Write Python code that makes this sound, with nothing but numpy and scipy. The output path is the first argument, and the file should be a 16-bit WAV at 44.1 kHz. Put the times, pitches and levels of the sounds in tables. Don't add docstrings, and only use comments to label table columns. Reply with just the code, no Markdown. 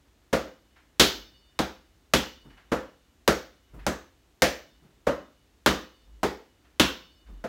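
import sys
import numpy as np
from scipy import signal
from scipy.fft import rfft, irfft
from scipy.io import wavfile
from scipy.ndimage import uniform_filter1d

SR = 44100
rng = np.random.default_rng(int(sys.argv[2]) if len(sys.argv) > 2 else 0)


def dump_mix(stems):
    frames = np.atleast_2d(stems).T
    limited = np.clip(frames, -1, 1)
    pcm = np.round(limited * 32767).astype(np.int16)
    wavfile.write(sys.argv[1], SR, pcm)


N = 329868

# (time [s], blow [dB], extra treble [dB], palm air pocket pitch [Hz], pocket level [dB],
# finger crack pitch [Hz], crack level [dB], how far behind the legs [0-1])
CATCHES = [(0.3286, 19.5, -3, 538, 32.5, 1750, 7.5, 0.72), (0.9970, 23.5, 10, 392, 30.5, 3550, 27, 0.38),
           (1.5906, 17.5, -2.5, 755, 21, 3797, 8, 0.19), (2.1367, 22, 3.5, 500, 23.5, 3170, 19.5, 0.14),
           (2.7170, 19, -9.5, 518.6, 28.5, 1358, 8, 0.88), (3.2781, 20.5, 2.5, 476, 32.5, 1330, 22.5, .02),
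           (3.8658, 17, -2.5, 630, 20.5, 6490, 0.5, 0.06), (4.421, 18, 8.5, 557, 33, 1840, 22.5, 0.1),
           (5.0672, 20, -11, 540, 34, 1250, -1.5, 1), (5.6617, 25, -1.5, 1343, 20, 3370, 17.5, 0.12),
           (6.2316, 17.5, -3.5, 420.6, 28, 770, 22, .35), (6.7980, 23, 3, 249, 15, 3090, 23.5, 0.13),
           (7.4400, 4, -6.5, 567, 21.5, 1500, 1.5, 0.5)]
# (frequency [Hz], level [dB])
SKIN_TONE = [(40, -20), (110, -14.5), (190, -3), (300, 5.5), (500, 2), (800, -2.5), (1400, -1),
             (2500, -8.5), (4500, -12), (6500, -14.5), (8500, -22), (10500, -24), (14000, -26),
             (16000, -28.5)]
# (frequency [Hz], level [dB], time to fade 60 dB [s])
ROOM_NOTES = [(56, -40, 0.41), (72, -34, 0.29), (144.4, -33, 0.21), (195, -29.5, 0.24), (239, -26.5, 0.15),
              (309, -30.5, 0.18), (336, -35, 0.27), (518, -37, 0.39)]
# (frequency [Hz], level [dB], time to fade 60 dB [s])
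AIR_NOTES = [(945, -47, .42), (1520, -46, .45), (2240, -48, .55), (2918, -56, 1.25), (2943, -48.5, 1.3),
             (3604, -52, 1.25), (4242, -54, .9), (4549, -56, 1.2), (5235, -53.5, .95), (6110, -57, .6)]
# (frequency [Hz], time to fade 60 dB [s])
ECHO_TIMES = [(60, 0.094), (160, 0.47), (420, 0.33), (1100, 0.37), (3000, 0.38), (6000, 0.39),
              (10000, 0.24), (16000, 0.49)]
# (time [s], floor boom [dB], sole scuff [dB])
FOOTSTEPS = [(1.131, -50.5, -67), (2.44, -53.5, -52.5), (3.73, -41.5, -47), (4.82, -66, -56.5),
             (6.07, -47, -65), (7.281, -40, -53)]
# (frequency [Hz], level [dB])
SCUFF_TONE = [(40, -20), (120, 2), (330, -4), (600, -14), (1200, -18), (4000, -39.5)]
# (time [s], level [dB])
BRUSHES = [(0.757, -58), (2.494, -59.5), (2.568, -58), (3.786, -54.5), (6.642, -66), (7.26, -64)]
# (frequency [Hz], level [dB])
CLOTH_TONE = [(150, -25), (700, 4), (1800, 8.5), (3500, -2.5), (5000, -10.5), (8000, -24), (16000, -25.5)]
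# (frequency [Hz], level [dB])
HUSH_TONE = [(15, -42), (28, -18), (56, 3), (110, -10.5), (175, -14), (317, -11), (476, -18.5),
             (1000, -23.3), (2200, -26.3), (3800, -27), (4900, -30.5), (6700, -30.5), (10400, -38),
             (14800, -37), (16000, -41)]


def basketball():
    out = np.zeros(N)
    for start_s, *catch in CATCHES:
        add(out, start_s, slap(*catch))
    return out


def slap(blow_db, treble_db, pocket_hz, pocket_db, crack_hz, crack_db, behind):
    t = np.arange(SR) / SR
    hz = np.fft.rfftfreq(4096, 1 / SR) + 1
    treble_share = look_up([(1100, 0.062), (4500, 0.97)], hz)
    skin = amp(blow_db + look_up(SKIN_TONE, hz) + treble_db * treble_share)
    pocket = amp(pocket_db) * resonance(hz, pocket_hz, sharpness=1.9 + 2.2 * behind) ** 2
    crack = amp(crack_db) * resonance(hz, crack_hz, sharpness=2.1) ** 2
    tone = np.sqrt(skin ** 2 + pocket ** 2 + crack ** 2)
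    boom_db = -10.5 + 0.82 * blow_db + 0.081 * treble_db - 4 * behind
    room_boom = amp(boom_db) * ring(ROOM_NOTES, t, rise_s=0.0008)
    ping_gain = amp(-27.5 + 7.5 * behind) * np.interp(3100, hz, tone)
    ping = ping_gain * ring(AIR_NOTES, t, rise_s=0.002, flutter=0.45)
    paths = room_paths(t, direct_db=-5 - 22.5 * behind)
    sound = room_boom + ping
    add(sound, 0, signal.fftconvolve(shortest_pulse(tone), paths))
    return sound


def ring(notes, t, rise_s, flutter=0, spread_hz=9, echoes=4):
    hz, db, fade_s = np.transpose(notes)[:, :, None]
    waves = np.cos(2 * np.pi * (hz * t + rng.random(hz.shape)))
    for _ in range(echoes if flutter else 0):
        echo_hz = hz + spread_hz * rng.standard_normal(hz.shape)
        waves += flutter * np.cos(2 * np.pi * (echo_hz * t + rng.random(hz.shape)))
    swell = 1 - np.exp(-t / (rise_s + 0.5 / hz))
    return (amp(db - 60 * t / fade_s) * waves * swell).sum(0)


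def hand_click(t, roll_s=0.00018, low_cut_hz=600):
    palm = even_tone(rng.standard_normal(len(t)) * np.exp(-t / roll_s), width=900)
    finger_delay_s = 0.0016 * rng.uniform(0.48, 1.4)
    click = palm.copy()
    add(click, finger_delay_s, 0.98 * palm)
    click = signal.lfilter(*signal.butter(2, low_cut_hz, "high", fs=SR), click)
    return click + 0.58 * np.diff(click, prepend=0)


def room_paths(t, direct_db, early_db=5, early_s=0.032):
    echoes = rng.standard_normal(len(t))
    echoes *= np.exp(0.46 * np.exp(-t / 0.031) * rng.standard_normal(len(t)))
    hz, times, bands = signal.stft(echoes, SR, nperseg=256)
    fade = amp(-60 * times / look_up(ECHO_TIMES, hz)[:, None])
    tail = signal.istft(bands * fade, SR, nperseg=256)[1][:len(t)]
    build_s = 0.0013 + 0.000053 * abs(direct_db)
    swell = 1 - np.exp(-(t / build_s) ** 2)
    early_boost = amp(early_db * np.exp(-t / early_s))
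    tail = even_tone(tail * swell * early_boost, width=240)
    direct = amp(direct_db)
    return (tail + direct * hand_click(t)) / np.sqrt(1 + direct ** 2 / 2)


def footsteps(floor_hz=47.8, waver=0.11, boom_s=0.26, lead_s=0.061):
    booms, scuff_level = np.zeros(N), np.zeros(N)
    length = int(boom_s * SR)
    for start_s, boom_db, scuff_db in FOOTSTEPS:
        pitch_hz = floor_hz * (1 + waver * wander(SR, width=1200)[:length])
        swing = np.sin(2 * np.pi * np.cumsum(pitch_hz) / SR)
        boom = amp(boom_db) * np.hanning(length) * swing
        add(booms, start_s - lead_s, boom)
        scuff_level += amp(scuff_db) * rub(start_s, rise_s=0.016, fade_s=0.077)
    return booms + scuff_level * noise(SCUFF_TONE)


def clothes(rustle_db=-82, spread_db=4.5, patch_s=0.08):
    rustle = amp(rustle_db + spread_db * wander(N, width=int(patch_s * SR)))
    brushing = sum(amp(db) * rub(start_s, rise_s=0.01, fade_s=0.055) for start_s, db in BRUSHES)
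    return (brushing + rustle) * noise(CLOTH_TONE)


def rub(start_s, rise_s, fade_s):
    t = np.maximum(np.arange(N) / SR - start_s, 0)
    return np.minimum(t / rise_s, 1) * np.exp(-np.maximum(t - rise_s, 0) / fade_s)


def room_hush(level_db=-63.2):
    return amp(level_db) * noise(HUSH_TONE)


def amp(db):
    return 10 ** (np.asarray(db) / 20)


def unit_level(x):
    return x / np.sqrt(np.mean(x ** 2) + 1e-20)


def wander(length, width):
    return unit_level(uniform_filter1d(rng.standard_normal(length), size=width))


def look_up(table, hz):
    row_hz, values = np.transpose(table)
    return np.interp(np.log(hz + 1), np.log(row_hz + 1), values)


def add(mix, start_s, sound):
    part = mix[max(round(start_s * SR), 0):][:len(sound)]
    part += sound[:len(part)]


def noise(tone):
    gain = amp(look_up(tone, np.fft.rfftfreq(N, 1 / SR)))
    return unit_level(irfft(rfft(rng.standard_normal(N)) * gain, N))


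def shortest_pulse(gain):
    mirrored = np.r_[gain, gain[-2:0:-1]]
    log_gain = np.log(np.maximum(mirrored, 1e-5))
    spectrum = np.exp(np.conj(signal.hilbert(log_gain)))
    return np.fft.ifft(spectrum).real[:len(gain)]


def resonance(hz, centre_hz, sharpness):
    return 1 / np.hypot(1, sharpness * (hz / centre_hz - centre_hz / hz))


def even_tone(x, width):
    spectrum = rfft(x)
    broad_power = abs(uniform_filter1d(abs(spectrum) ** 2, width))
    return irfft(spectrum / np.sqrt(broad_power + 1e-12), len(x))[:len(x) // 2]


def scene():
    return (basketball() + footsteps() + clothes() + room_hush())[None]


def record(dry, top_hz=16000):
    rounded = dry / (1 + dry ** 4) ** (1 / 4)
    treble_cut = signal.firwin(301, top_hz, window=("kaiser", 9), fs=SR)
    return signal.oaconvolve(rounded, treble_cut[None], "same")


dry = scene()
out = record(dry)
dump_mix(out)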